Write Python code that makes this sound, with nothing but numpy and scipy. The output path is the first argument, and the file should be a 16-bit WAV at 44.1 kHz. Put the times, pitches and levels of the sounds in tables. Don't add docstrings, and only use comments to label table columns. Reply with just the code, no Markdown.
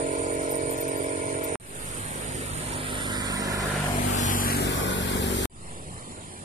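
import sys
import numpy as np
from scipy import signal
from scipy.io import wavfile
from scipy.ndimage import uniform_filter1d, map_coordinates

SR = 44100
rng = np.random.default_rng(int(sys.argv[2]) if len(sys.argv) > 2 else 0)


def put_to_file(sound):
    columns = np.atleast_2d(sound).T
    safe = np.clip(columns, -1, 1)
    whole_steps = np.round(safe * 32767)
    wavfile.write(sys.argv[1], SR, whole_steps.astype(np.int16))


def level_to_linear(level):
    exponent = np.asarray(level, float) / 20
    return 10 ** exponent


N = 283999
SIZE, HOP = 1024, 256
T = np.arange(N) / SR
HZ = np.fft.rfftfreq(SIZE, 1 / SR)
TALL_HZ = HZ[:, None]
FRAME_T = np.arange(N // HOP + 5) * HOP / SR

# start and end in seconds, fade-in in seconds,
# closing click on the left and on the right in dB.
PARTS = [
    (0, 1.5558, 0.00035, -15.5, -13),
    (1.599, 5.4559, 0.3, -11, -19),
    (5.498, 6.5, 0.23, -90, -90),
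]
# time in seconds, then the samples by which the left port hears
BEARING = [(1.6, 15.5, 14, 16.5), (2.3, 16.5, 12.5, 15), (2.6, 15, 11, 13.5), (2.95, 13, 12, 10.5),
           (3.2, 14, 6.5, 9), (3.4, 12, 3, 8), (3.65, 7, -5, 7.5), (3.8, -1, -3, -3.5), (3.9, -6, -10, -11),
           (4.0, -16.5, -16.5, -11.5), (4.08, -26, -18.5, -14.5), (4.3, -20, -18, -16.5),
           (4.55, -21.5, -20, -19.5), (4.75, -18.5, -22.5, -23.5), (5.46, -20.5, -25, -22.5)]


def evened(x):
    return x / np.sqrt(np.mean(x ** 2) + 1e-20)


def bump(t, middle, width, power=2):
    return np.exp(-((t - middle) / width) ** power)


def curve(rows, t=T):
    s, *columns = np.transpose(rows)
    return [np.interp(t, s, c) for c in columns]


def colour(rows, hiss_db=-99):
    f, *columns = np.transpose(rows)
    levels = [np.interp(np.log(HZ + 1), np.log(f + 1), np.maximum(c, hiss_db)) for c in columns]
    return np.array(levels)[..., None]


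def drift(rate_hz, count=1):
    knots = rng.standard_normal((count, 2000))
    return [np.interp(T, FRAME_T, map_coordinates(k, [FRAME_T * 2 * rate_hz], order=3)) for k in knots]


def resonate(x, hz, width):
    turn = np.exp(2j * np.pi * hz * T[:len(x)])
    r = np.exp(-np.pi * width / SR)
    return 2 * (turn * signal.lfilter([1 - r], [1, -r], x / turn)).real


def noise(db, lag, patchy_db, alike, likeness=None):
    # frequency in Hz, left-right likeness from 0 to 1.
    usual_likeness = [(30, 1), (500, 0.84), (1500, 0.76), (3000, 0.42), (6000, 0.29), (9000, 0.042)]
    f, value = np.transpose(likeness or usual_likeness)
    a, b, c, d, patches = rng.standard_normal((len(FRAME_T), len(HZ), 5)).T
    patches = uniform_filter1d(patches, size=10, axis=0)
    patches = evened(uniform_filter1d(patches, size=12, axis=1))
    same = alike ** np.clip(TALL_HZ / 400, 0, 1)
    same = np.clip(same * np.interp(np.log(HZ + 1), np.log(f), value)[:, None], 0, 1)
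    right = a + 1j * b
    left = same * right * np.exp(-2j * np.pi * TALL_HZ * lag / SR)
    left = left + np.sqrt(1 - same ** 2) * (c + 1j * d)
    z = np.array([left, right]) * level_to_linear(db + patchy_db * patches) * np.sqrt(SR * 3 / 2 / SIZE)
    return signal.istft(z, nperseg=SIZE, noverlap=SIZE - HOP)[1][:, :N]


def puffs(hz, depth, decay):
    since_firing = np.cumsum(hz) / SR % 1
    return evened(1 - depth + depth * np.exp(-since_firing / decay) / decay)


def firing_phase(levels_db):
    half = np.concatenate([levels_db[:1], levels_db, np.full(len(levels_db), levels_db[-1] - 11.5)])
    circle = np.concatenate([half, half[:0:-1]]) * np.log(10) / 20
    return -signal.hilbert(circle).imag[1:len(levels_db) + 1]


def exhaust(part, hz, multiples, levels_db, starts, lag, waver_db, slip, waver_hz):
    turns = np.cumsum(hz) / SR
    span = (T >= part[0]) & (T < part[1] + .05)
    turns = np.array([turns - hz * lag / SR, turns])[:, span]
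    wavers = drift(waver_hz, count=2 * len(multiples))
    out = np.zeros((2, N))
    for j, (k, db) in enumerate(zip(multiples, levels_db)):
        phase = 2 * np.pi * k * turns + starts[j] + slip * wavers[2 * j][span]
        out[:, span] += np.sqrt(2) * level_to_linear((db + waver_db * wavers[2 * j + 1])[span]) * np.cos(phase)
    return out


def far_road(levels_db, patchy_db, alike):
    # frequency in Hz, samples by which the left port is late.
    road_lag = [(1400, 14.9), (3400, 18.3)]
    return noise(levels_db, np.interp(HZ, *np.transpose(road_lag))[:, None], patchy_db, alike)


def field():
    # frequency in Hz, left and right level in dB per Hz.
    murmur = [(20, -81, -86), (50, -60, -60), (130, -62, -60.5), (230, -63.5, -65.5), (444, -68, -61.5),
              (764, -71, -72), (1320, -75, -74), (2230, -76, -78), (3540, -74.5, -112), (5600, -82, -99),
              (7360, -79, -77), (10900, -73, -74.5), (12330, -78.5, -138.0), (15100, -102.0, -126.0)]
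    return far_road(colour(murmur) - 4, 1.87, 0.79)


def calm_road():
    # frequency in Hz, left and right level in dB per Hz.
    quiet = [(20, -79, -86), (50, -65, -68), (129, -69, -70), (230, -72.5, -71), (456, -75.5, -76),
             (800, -77.5, -77.5), (1310, -81.5, -79), (2330, -85.5, -87.5), (3380, -85, -87.5),
             (6400, -90.5, -91.5), (6940, -88.5, -82.5), (10330, -84, -82.5), (11560, -110.0, -110.0),
             (14200, -130.0, -130.0)]
    return far_road(colour(quiet, -102), 1.8, 1.0)


def birds():
    # start in seconds, pitch in Hz, length in seconds, level in dB.
    chirps = [
        (2.73, 5600, 0.017, -41),
        (6.343, 2380, 0.063, -53),
    ]
    return sum(level_to_linear(db) * np.sin(2 * np.pi * hz * T) * np.sin(np.pi * np.clip((T - s) / length, 0, 1))
               for s, hz, length, db in chirps)


def insects():
    # clicks a second, wing pitch in Hz, width in Hz, throb in Hz, level in dB, left port in dB.
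    wings = [
        (120.8, 8990, 530, 15, -2.5, -40),
        (112.2, 8820, 550, 9.4, -4, -25),
        (234.7, 7190, 590, 7.3, -15, -2),
    ]
    # time in seconds, loudness of the whole chorus in dB.
    buzz = [(0, -36), (1.55, -38), (1.6, -41), (3.38, -36.5), (3.46, -41), (4.55, -38.5), (4.85, -47.5),
            (5.45, -36.5), (5.5, -54.5), (6.44, -52)]
    pauses = [.05, .17, .263, .37, .481, .599, .762, .868, .975, 2.304, 2.526, 3.231, 4.181]
    out = np.zeros((2, N))
    pause_db = -11 * sum(bump(T, s, .01) for s in pauses)
    for rate_hz, hz, width, throb_hz, db, left_db in wings:
        turns = np.cumsum(rate_hz * (1 + .04 * drift(7.4)[0])) / SR
        strokes = 0.13 + np.exp(-(turns % 1) / 0.29)
        strokes *= level_to_linear(1.46 * drift(throb_hz)[0] + pause_db * (hz > 8000))
        for port, gain_db in enumerate((left_db, 0)):
            scrape = strokes * rng.standard_normal(N)
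            out[port] += level_to_linear(db + gain_db) * evened(resonate(resonate(scrape, hz, width), hz, width))
    return out * level_to_linear(curve(buzz)[0] + 3.0)


def whines():
    # start and end in seconds, pitch in Hz, level in dB, samples by which the left port is late.
    whine_tones = [
        (1.9, 3.45, 1830, -55, 15),
        (2.902, 3.4, 2380, -57, 13),
        (4.55, 5.1, 1462, -42.5, -23.5),
        (5.5, 6.6, 92.3, -50, 17),
        (5.5, 6.6, 159, -52, 14),
        (5.5, 6.6, 244.5, -62, 9),
        (5.5, 6.6, 361, -58, 14),
    ]
    out = np.zeros((2, N))
    for start, end, hz, db, late in whine_tones:
        tone = evened(resonate(rng.standard_normal(N), hz, 12))
        tone = tone * np.clip(np.minimum(T - start, end - T) / 0.13, 0, 1)
        out += level_to_linear(db) * np.array([np.roll(tone, round(late)), tone])
    return out


def keys():
    # time in seconds, peak level in dB, pitch in Hz, left over right in dB.
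    touches = [(0.0493, -53, 13700, 8), (0.1092, -54, 12600, 15), (0.1241, -49, 13100, 22),
               (0.3257, -43, 13200, 10), (0.3391, -45, 13500, 18), (0.4145, -44, 13150, 8),
               (0.504, -28, 13000, 15), (0.5535, -39, 13200, 17), (0.6993, -32, 12610, 13),
               (0.7168, -33, 13400, 16), (0.7692, -36, 13550, 10), (0.8011, -31, 13500, 10),
               (0.8754, -36, 13300, 15.5), (0.9667, -38, 12850, 12), (1.0271, -42, 12500, 10),
               (1.432, -26.5, 13500, 10)]
    # pitch in Hz, level in dB.
    neighbours = [(12800, -3), (13150, -8), (13650, -4), (14000, -10)]
    t60_s, rise_s = .055, .018
    out, t = np.zeros((2, N)), T[:6000]
    chance = rng.standard_normal((len(touches), len(neighbours)))
    swell = np.sin(np.pi / 2 * np.minimum(t / rise_s, 1)) ** 2
    for (s, db, hz, pan_db), row in zip(touches, chance):
        ring = np.sin(2 * np.pi * hz * t)
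        for (f, d), r in zip(neighbours, row):
            ring += level_to_linear(d + 3.5 * r) * np.sin(2 * np.pi * f * (1 + 0.0035 * r) * t)
        ring += level_to_linear(5.0) * resonate(rng.standard_normal(len(t)), 14200, 3500)
        ring *= level_to_linear(db - 5.5 - 60 * np.maximum(t - rise_s, 0) / t60_s) * swell
        out[:, round((s - .004) * SR):][:, :len(t)] += ring * level_to_linear([[0], [-pan_db]])
    return out


def idling():
    # multiple of the firing rate, level in dB.
    orders = [(1, -14.5), (2, -14), (3, -12), (4, -30), (5, -22), (6, -3), (7, -3.5), (8, -10), (9, -2),
              (10, 0), (11, -10), (12, -11.5), (13, -3.5), (14, -1.5), (15, -18.5), (16, -52), (17, -45),
              (18, -28), (19, -24), (20, -14), (21, -15), (22, -11.5), (23, -25.5), (24, -32.5)]
    # pitch in Hz, width in Hz, level in dB, samples by which the left port is late.
    casing = [(1365, 156, -50, 20.85), (1623, 290, -48, 14), (2278, 56, -53.5, 18.6)]
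    # frequency in Hz, left and right level in dB per Hz.
    idle_roar = [(20, -84, -74), (49.7, -75, -70), (131, -60, -61.5), (220, -77.5, -78.5),
                 (407, -77, -55.5), (937, -64.5, -74.5), (1400, -77, -78), (2220, -69, -82.5),
                 (2950, -77.5, -83.5), (5930, -79, -85), (8140, -81.5, -94), (10100, -78.5, -76.5),
                 (12400, -87, -122), (14600, -95, -108.0)]
    hz = np.full(N, 46.08)
    db = -30 - 3.0 * np.maximum(T - .5, 0)
    multiples, levels_db = np.transpose(orders)
    starts = -.9 * firing_phase(levels_db) + 0.0655 * multiples ** 2 - 2 * np.pi * .59 * multiples
    tones = exhaust(PARTS[0], hz, multiples, levels_db, starts, 14.5, waver_db=1.2, slip=.2, waver_hz=7.23)
    tones *= level_to_linear([[-1.2], [1.2]])
    tones *= level_to_linear(db + 0.5) / np.linalg.norm(level_to_linear(levels_db))
    gate = puffs(hz, 0.061, 0.42)
    shake = gate * rng.standard_normal(N)
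    for f, width, ring_db, late in casing:
        ring = level_to_linear(ring_db) * evened(resonate(resonate(shake, f, width), f, width))
        tones += [np.roll(ring, int(late)), level_to_linear(3.0) * ring]
    return tones + gate * noise(colour(idle_roar) - 1.5, 16.5, 1.3, 0.92)


def ride():
    # time in seconds, heard firing rate in Hz, throttle in dB.
    engine = [
        (1.6, 50.93, -3),
        (2.3, 50.9, -0.6),
        (3.2, 50.59, 1.5),
        (3.8, 49.7, -0.9),
        (4.34, 47.82, -1.5),
        (4.74, 47.25, 1),
        (5.0, 47.16, 1.2),
        (5.46, 47.54, 6),
    ]
    closest_s, speed_m_s, distance_m = 4.24, 12.07, 7.08
    hz, throttle_db = curve(engine)
    along = speed_m_s * (T - closest_s)
    away = np.hypot(along, distance_m)
    near_db, rear = -20 * np.log10(away / distance_m), along / away
    roar_db = -32.5 + near_db + 0.3 * throttle_db - 0.5 * rear
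    return hz, throttle_db, near_db, rear, roar_db


def bike_exhaust():
    # multiple of the firing rate, level in dB.
    coming = [(0.5, -33), (1, 0.5), (1.5, -13), (2, 8.5), (2.5, -31), (3, 0), (3.5, -14), (4, 7),
              (4.5, -15), (5, -2.5), (5.5, -31), (6, -17.5), (6.5, -23), (7, -10.5), (7.5, -11), (8, -22.5),
              (8.5, -44), (9, -13), (9.5, -11), (10, -25), (10.5, -31), (11, -10.5), (11.5, -21), (12, -9)]
    leaving = [(0.5, -29), (1, 1.5), (1.5, 0), (2, 0), (2.5, -3.5), (3, -4.5), (3.5, -43), (4, 0),
               (4.5, -40), (5, -3), (5.5, -3), (6, -3), (6.5, -30), (7, -10), (7.5, -28), (8, 2),
               (8.5, -27), (9, -10), (9.5, -33), (10, -27), (10.5, -34), (11, -30), (11.5, -43), (12, -47)]
    # multiple, level in dB.
    firm = [(2, 3.5), (3, 2), (4, -3.5), (5, 1.1)]
    # multiple, time in seconds,
    # how long it lasts in seconds, lift in dB.
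    lifts = [(2, 2.2, 0.81, 2.5), (2, 4.21, 0.31, 6.5), (3, 2.2, 0.69, 4), (3, 3.78, 0.22, 6),
             (3, 4.57, 0.2, 3), (3, 5.4, 0.12, -15), (3, 5.4, 0.08, -8), (4, 3.52, 0.47, 9.5),
             (3, 5.15, .1, -5), (13, 3.9, .2, 6), (4, 5.04, 0.27, 10), (5, 2.93, 0.41, 4),
             (5, 3.62, 0.091, -5), (5, 4.32, 0.44, 6.5), (5, 4.8, 0.099, -20), (5, 5.27, 0.12, 5),
             (6, 4.64, 0.17, 8.5), (6, 4.2, 0.17, -8), (3, 4.2, .1, 0), (4, 2.4, 0.55, -11),
             (4, 5.38, .1, 3), (6, 4.98, 0.32, -6), (7, 5.5, 0.37, 7), (8, 4.63, .1, 4),
             (8, 4.88, 0.18, -7), (8, 5.2, .16, 2), (9, 5.2, .35, 7.5), (10, 2.9, .2, 8),
             (11, 3.6, .25, 2.5), (1.5, 4.65, 0.29, -4), (1.5, 5.3, 0.24, 4.5), (1, 2.8, .2, -1)]
    hz, throttle_db, near_db, rear, roar_db = ride()
    pipe_lag, _, chain_lag = curve(BEARING)
    db = -29 + near_db + throttle_db + 0.5 * rear
    side = np.clip((-10 - chain_lag) / 13, 0, 1)
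    multiples, coming_db = np.transpose(coming)
    levels_db = [db - 10.5 + (1 - side) * (c + 3) + side * l for c, (_, l) in zip(coming_db, leaving)]
    for k, gain_db in firm:
        levels_db[2 * round(k) - 1] = db - 11.0 + gain_db
    blow = np.pi - .5 + .03 * multiples ** 2 + 2.6 * (multiples % 1)
    upper = np.arange(13, 35)
    bark_db = roar_db - 20 - 0.17 * (upper[:, None] - 13)
    for k, s, lasts, lift_db in lifts:
        level = levels_db[round(2 * k) - 1] if k < 13 else bark_db[round(k) - 13]
        level += lift_db * bump(T, s, lasts, 4)
    tones = exhaust(PARTS[1], hz, multiples, levels_db, blow, 0.74 * pipe_lag,
                    waver_db=1.2, slip=.3, waver_hz=4.6)
    return tones + exhaust(PARTS[1], hz, upper, bark_db, 0.0204 * upper ** 2, pipe_lag,
                           waver_db=4.1, slip=0.95, waver_hz=6)


def turning_colour(casing_lag):
    # frequency in Hz,
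    # left and right level in dB per Hz.
    front = [(20, -68, -69.0), (50, -75, -74), (129, -51.5, -49), (231, -49.5, -69), (450, -60.5, -58.5),
             (845, -65.5, -61.5), (1690, -60.5, -58.5), (2360, -63.5, -63.5), (3940, -65, -64.5),
             (5660, -72, -68.5), (7200, -73, -73.5), (10000, -76, -70), (11900, -76, -82),
             (14400, -82, -99.0)]
    flank = [(20, -69.0, -65.0), (50, -68, -74), (128, -50, -49), (227, -50, -43), (452, -58.5, -61),
             (790, -59.5, -62), (1424, -61, -65.5), (2700, -65.5, -70.5), (3260, -63, -67.5),
             (5100, -70.5, -72), (7560, -66, -69), (9900, -66.5, -70), (11200, -62, -86),
             (14300, -73, -117.0)]
    behind = [(20, -71, -72), (49.4, -45, -57), (130, -55, -49.5), (228, -45.5, -60), (450, -54.5, -62.5),
              (780, -71, -62), (1330, -66.5, -65.5), (2450, -71.5, -71.5), (3400, -69, -74.5),
              (5340, -72.5, -78), (7550, -75, -76.5), (10200, -76.5, -72), (11100, -66, -116),
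              (15200, -79, -99.0)]
    # time in seconds, how long it lasts in seconds, echo delay in milliseconds,
    # echo share on the left and on the right from 0 to 1.
    kerb = [(2.296, 0.6, 2.2, 0.2, 0.14), (2.996, 0.7, 3.02, 0.6, 0.4), (3.2, 0.56, 2.07, 0.05, 0.37),
            (3.653, 0.4, 2.85, 0.2, 0.42), (4.2, 0.79, 1.2, 0.06, 0.1), (4.547, 0.45, 2.57, 0.1, 0.4),
            (4.95, 0.29, 1.98, 0.2, 0.3)]
    turned = np.clip((6 - casing_lag) / 24, 0, 1)
    shape = (1 - turned) * colour(front) + turned * colour(flank)
    shape += np.clip((-19 - casing_lag) / 3.7, 0, 1) * (colour(behind) - colour(flank))
    for s, lasts, delay_ms, *share in kerb:
        share = np.clip(share, 0, .9)[:, None, None] * bump(FRAME_T, s, lasts, 4)
        share = share / (1 + (TALL_HZ / 2800) ** 4)
        shape += 20 * np.log10(abs(1 + share * np.exp(-2j * np.pi * TALL_HZ * delay_ms / 1000)))
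    return shape


def port_shade():
    # time in seconds, how long it lasts in seconds, pitch in Hz, left and right change in dB.
    shades = [(3.3, .3, 1160, -7, 3), (3.723, 0.13, 1620, 3.5, 4.5), (3.85, 0.4, 597, 3.5, 4),
              (3.995, 0.071, 1400, -4, -3.5), (4.146, .12, 560, -4, 1), (4.883, .15, 1090, 2, 3),
              (5.36, .15, 560, -1, -2), (3.172, .15, 400, -3, -3), (4.296, 0.73, 3100, 0.5, -2.5),
              (3.153, 0.25, 1510, 5, 4.5), (4.45, 0.15, 1147, -1, 3.5)]
    total = 0
    for s, lasts, f, *ports_db in shades:
        octaves = np.log2((TALL_HZ + 1) / f)
        total = total + np.reshape(ports_db, (2, 1, 1)) * bump(FRAME_T, s, lasts) * bump(octaves, 0, 0.43)
    return total


def bike_roar():
    part_hz = [806, 1840, 2820]
    # frequency in Hz, left-right likeness from 0 to 1.
    bike_same = [(30, 0.73), (400, 0.99), (850, 0.82), (1200, 0.44), (2000, 0.7), (2800, 0.72), (4500, 0.8),
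                 (6000, 0.44), (9000, 0.096)]
    hz, throttle_db, near_db, rear, roar_db = ride()
    hiss_db = -36 + near_db + 1.0 * throttle_db + 2.5 * rear
    hiss_db += 6 * bump(T, 4.296, 0.23)
    lags = np.array(curve(BEARING, FRAME_T))
    shape = turning_colour(lags[1])
    power = level_to_linear(2 * shape).mean(0) * HZ[1]
    roar_db, hiss_db = np.interp(FRAME_T, T, roar_db), np.interp(FRAME_T, T, hiss_db)
    roar_db -= 10 * np.log10(power[(HZ > 600) & (HZ < 3000)].sum(0)) - 1.5
    hiss_db -= 10 * np.log10(power[HZ > 3000].sum(0)) - 2.5
    high = np.clip(np.log2((TALL_HZ + 1) / 2000) / 0.85, 0, 1)
    shape -= 9 * np.clip((500 - TALL_HZ) / 250, 0, 1)
    alike = 0.87 * (1 - 0.92 * bump(FRAME_T, 3.9, 0.28) * np.clip(TALL_HZ / 2000 - .7, 0, 1))
    alike *= 1 - .45 * np.clip((FRAME_T - 4.4) / 0.18, 0, 1) * np.clip(TALL_HZ / 600 - 6, 0, 1)
    part = np.interp(HZ, part_hz, np.arange(3))[:, None]
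    lag = sum(np.clip(1 - abs(part - k), 0, 1) * v for k, v in enumerate(lags))
    levels_db = shape + port_shade() + (1 - high) * roar_db + high * hiss_db
    return puffs(hz, 0.099, 0.52) * noise(levels_db, lag, 1.49, alike, bike_same)


def passing():
    return bike_exhaust() + bike_roar()


def scene():
    later = np.where(T < PARTS[1][1] + .01, passing() + field(), calm_road())
    road = np.where(T < PARTS[0][1] + .01, idling() + keys(), later)
    return road + whines() + insects() + birds()


def band_power(z):
    return np.repeat((abs(z) ** 2).reshape(2, 128, 4, -1).mean(2), 4, axis=1)


def thin_out(x, top_hz, masked_db, follow):
    # frequency in Hz, level in dB under which a band is dropped.
    faint = [(2500, -89), (4500, -82), (6500, -79.5), (6900, -85), (10900, -83), (11100, -78),
             (14000, -83.5)]
    hz, _, z = signal.stft(x, SR, nperseg=SIZE)
    hz, z = hz[:-1, None], z[:, :-1]
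    both, apart = (z[0] + z[1]) / 2, (z[0] - z[1]) / 2
    both_power, apart_power = uniform_filter1d(band_power(np.array([both, apart])), size=8)
    masked_db = masked_db + 3.2 * (hz > 2400) * (hz < 6900) + 2 * (hz > 5050) * (hz < 6800)
    both = both * ((both_power > apart_power * level_to_linear(2 * masked_db)) | (hz < 1000))
    apart = apart * ((apart_power > both_power * level_to_linear(2 * masked_db)) | (hz < 2000))
    coarse, least_share = (hz > 1000) & (hz < 7500), 0.3
    both = both * ((abs(both) ** 2 > least_share * both_power) | ~coarse)
    apart = apart * ((abs(apart) ** 2 > least_share * apart_power) | ~coarse)
    z = np.array([both + apart, both - apart])
    loud_db = 10 * np.log10(uniform_filter1d((abs(z) ** 2).sum(axis=(0, 1)), size=5) + 1e-12)
    floor_db = np.interp(hz, *np.transpose(faint), left=-120)
    floor_db = floor_db + follow * (loud_db + 43.0)
    whim = rng.standard_normal((2, 128, z.shape[2] // 5 + 1)).repeat(4, axis=1).repeat(5, axis=2)
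    whim = whim[..., :z.shape[2]]
    floor_db = floor_db + np.array([0, 7])[:, None, None] * (hz > 11100) + 5.5 * whim
    power = band_power(z)
    shaded = (power < power[::-1] * level_to_linear(2 * (2.5 * whim - 13))) & (hz > 11100)
    z = z * np.clip(hz / 45 + .3, 0, 1) * (power > level_to_linear(2 * floor_db)) * ~shaded * (hz < top_hz)
    return signal.istft(np.pad(z, ((0, 0), (0, 1), (0, 0))), SR, nperseg=SIZE)[1][:, :N]


def roll_off(x):
    return signal.sosfilt(signal.butter(12, 14630, fs=SR, output="sos"), x)


def record(dry):
    dry = thin_out(dry, top_hz=14256, masked_db=-6.5, follow=0.68)
    out = np.zeros_like(dry)
    for start, end, fade, *click_db in PARTS:
        since, after = T - start, T - end
        gain = np.clip(since / fade + 0.13, 0, 1) ** 0.89 * (after < 0) * (since >= 0)
        smear = level_to_linear(-40 - 1300 * np.clip(after, 0, 1)) * (after >= 0)
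        offset = (start > 0) * 0.025 * np.exp(-np.maximum(since, 0) / 0.21)
        click = -level_to_linear(click_db)[:, None] * np.exp(-(after / 0.00011) ** 2 / 2)
        out += (gain + smear) * dry + gain ** 2.2 * offset + click
    return roll_off(out)


dry = scene()
out = record(dry)
put_to_file(out)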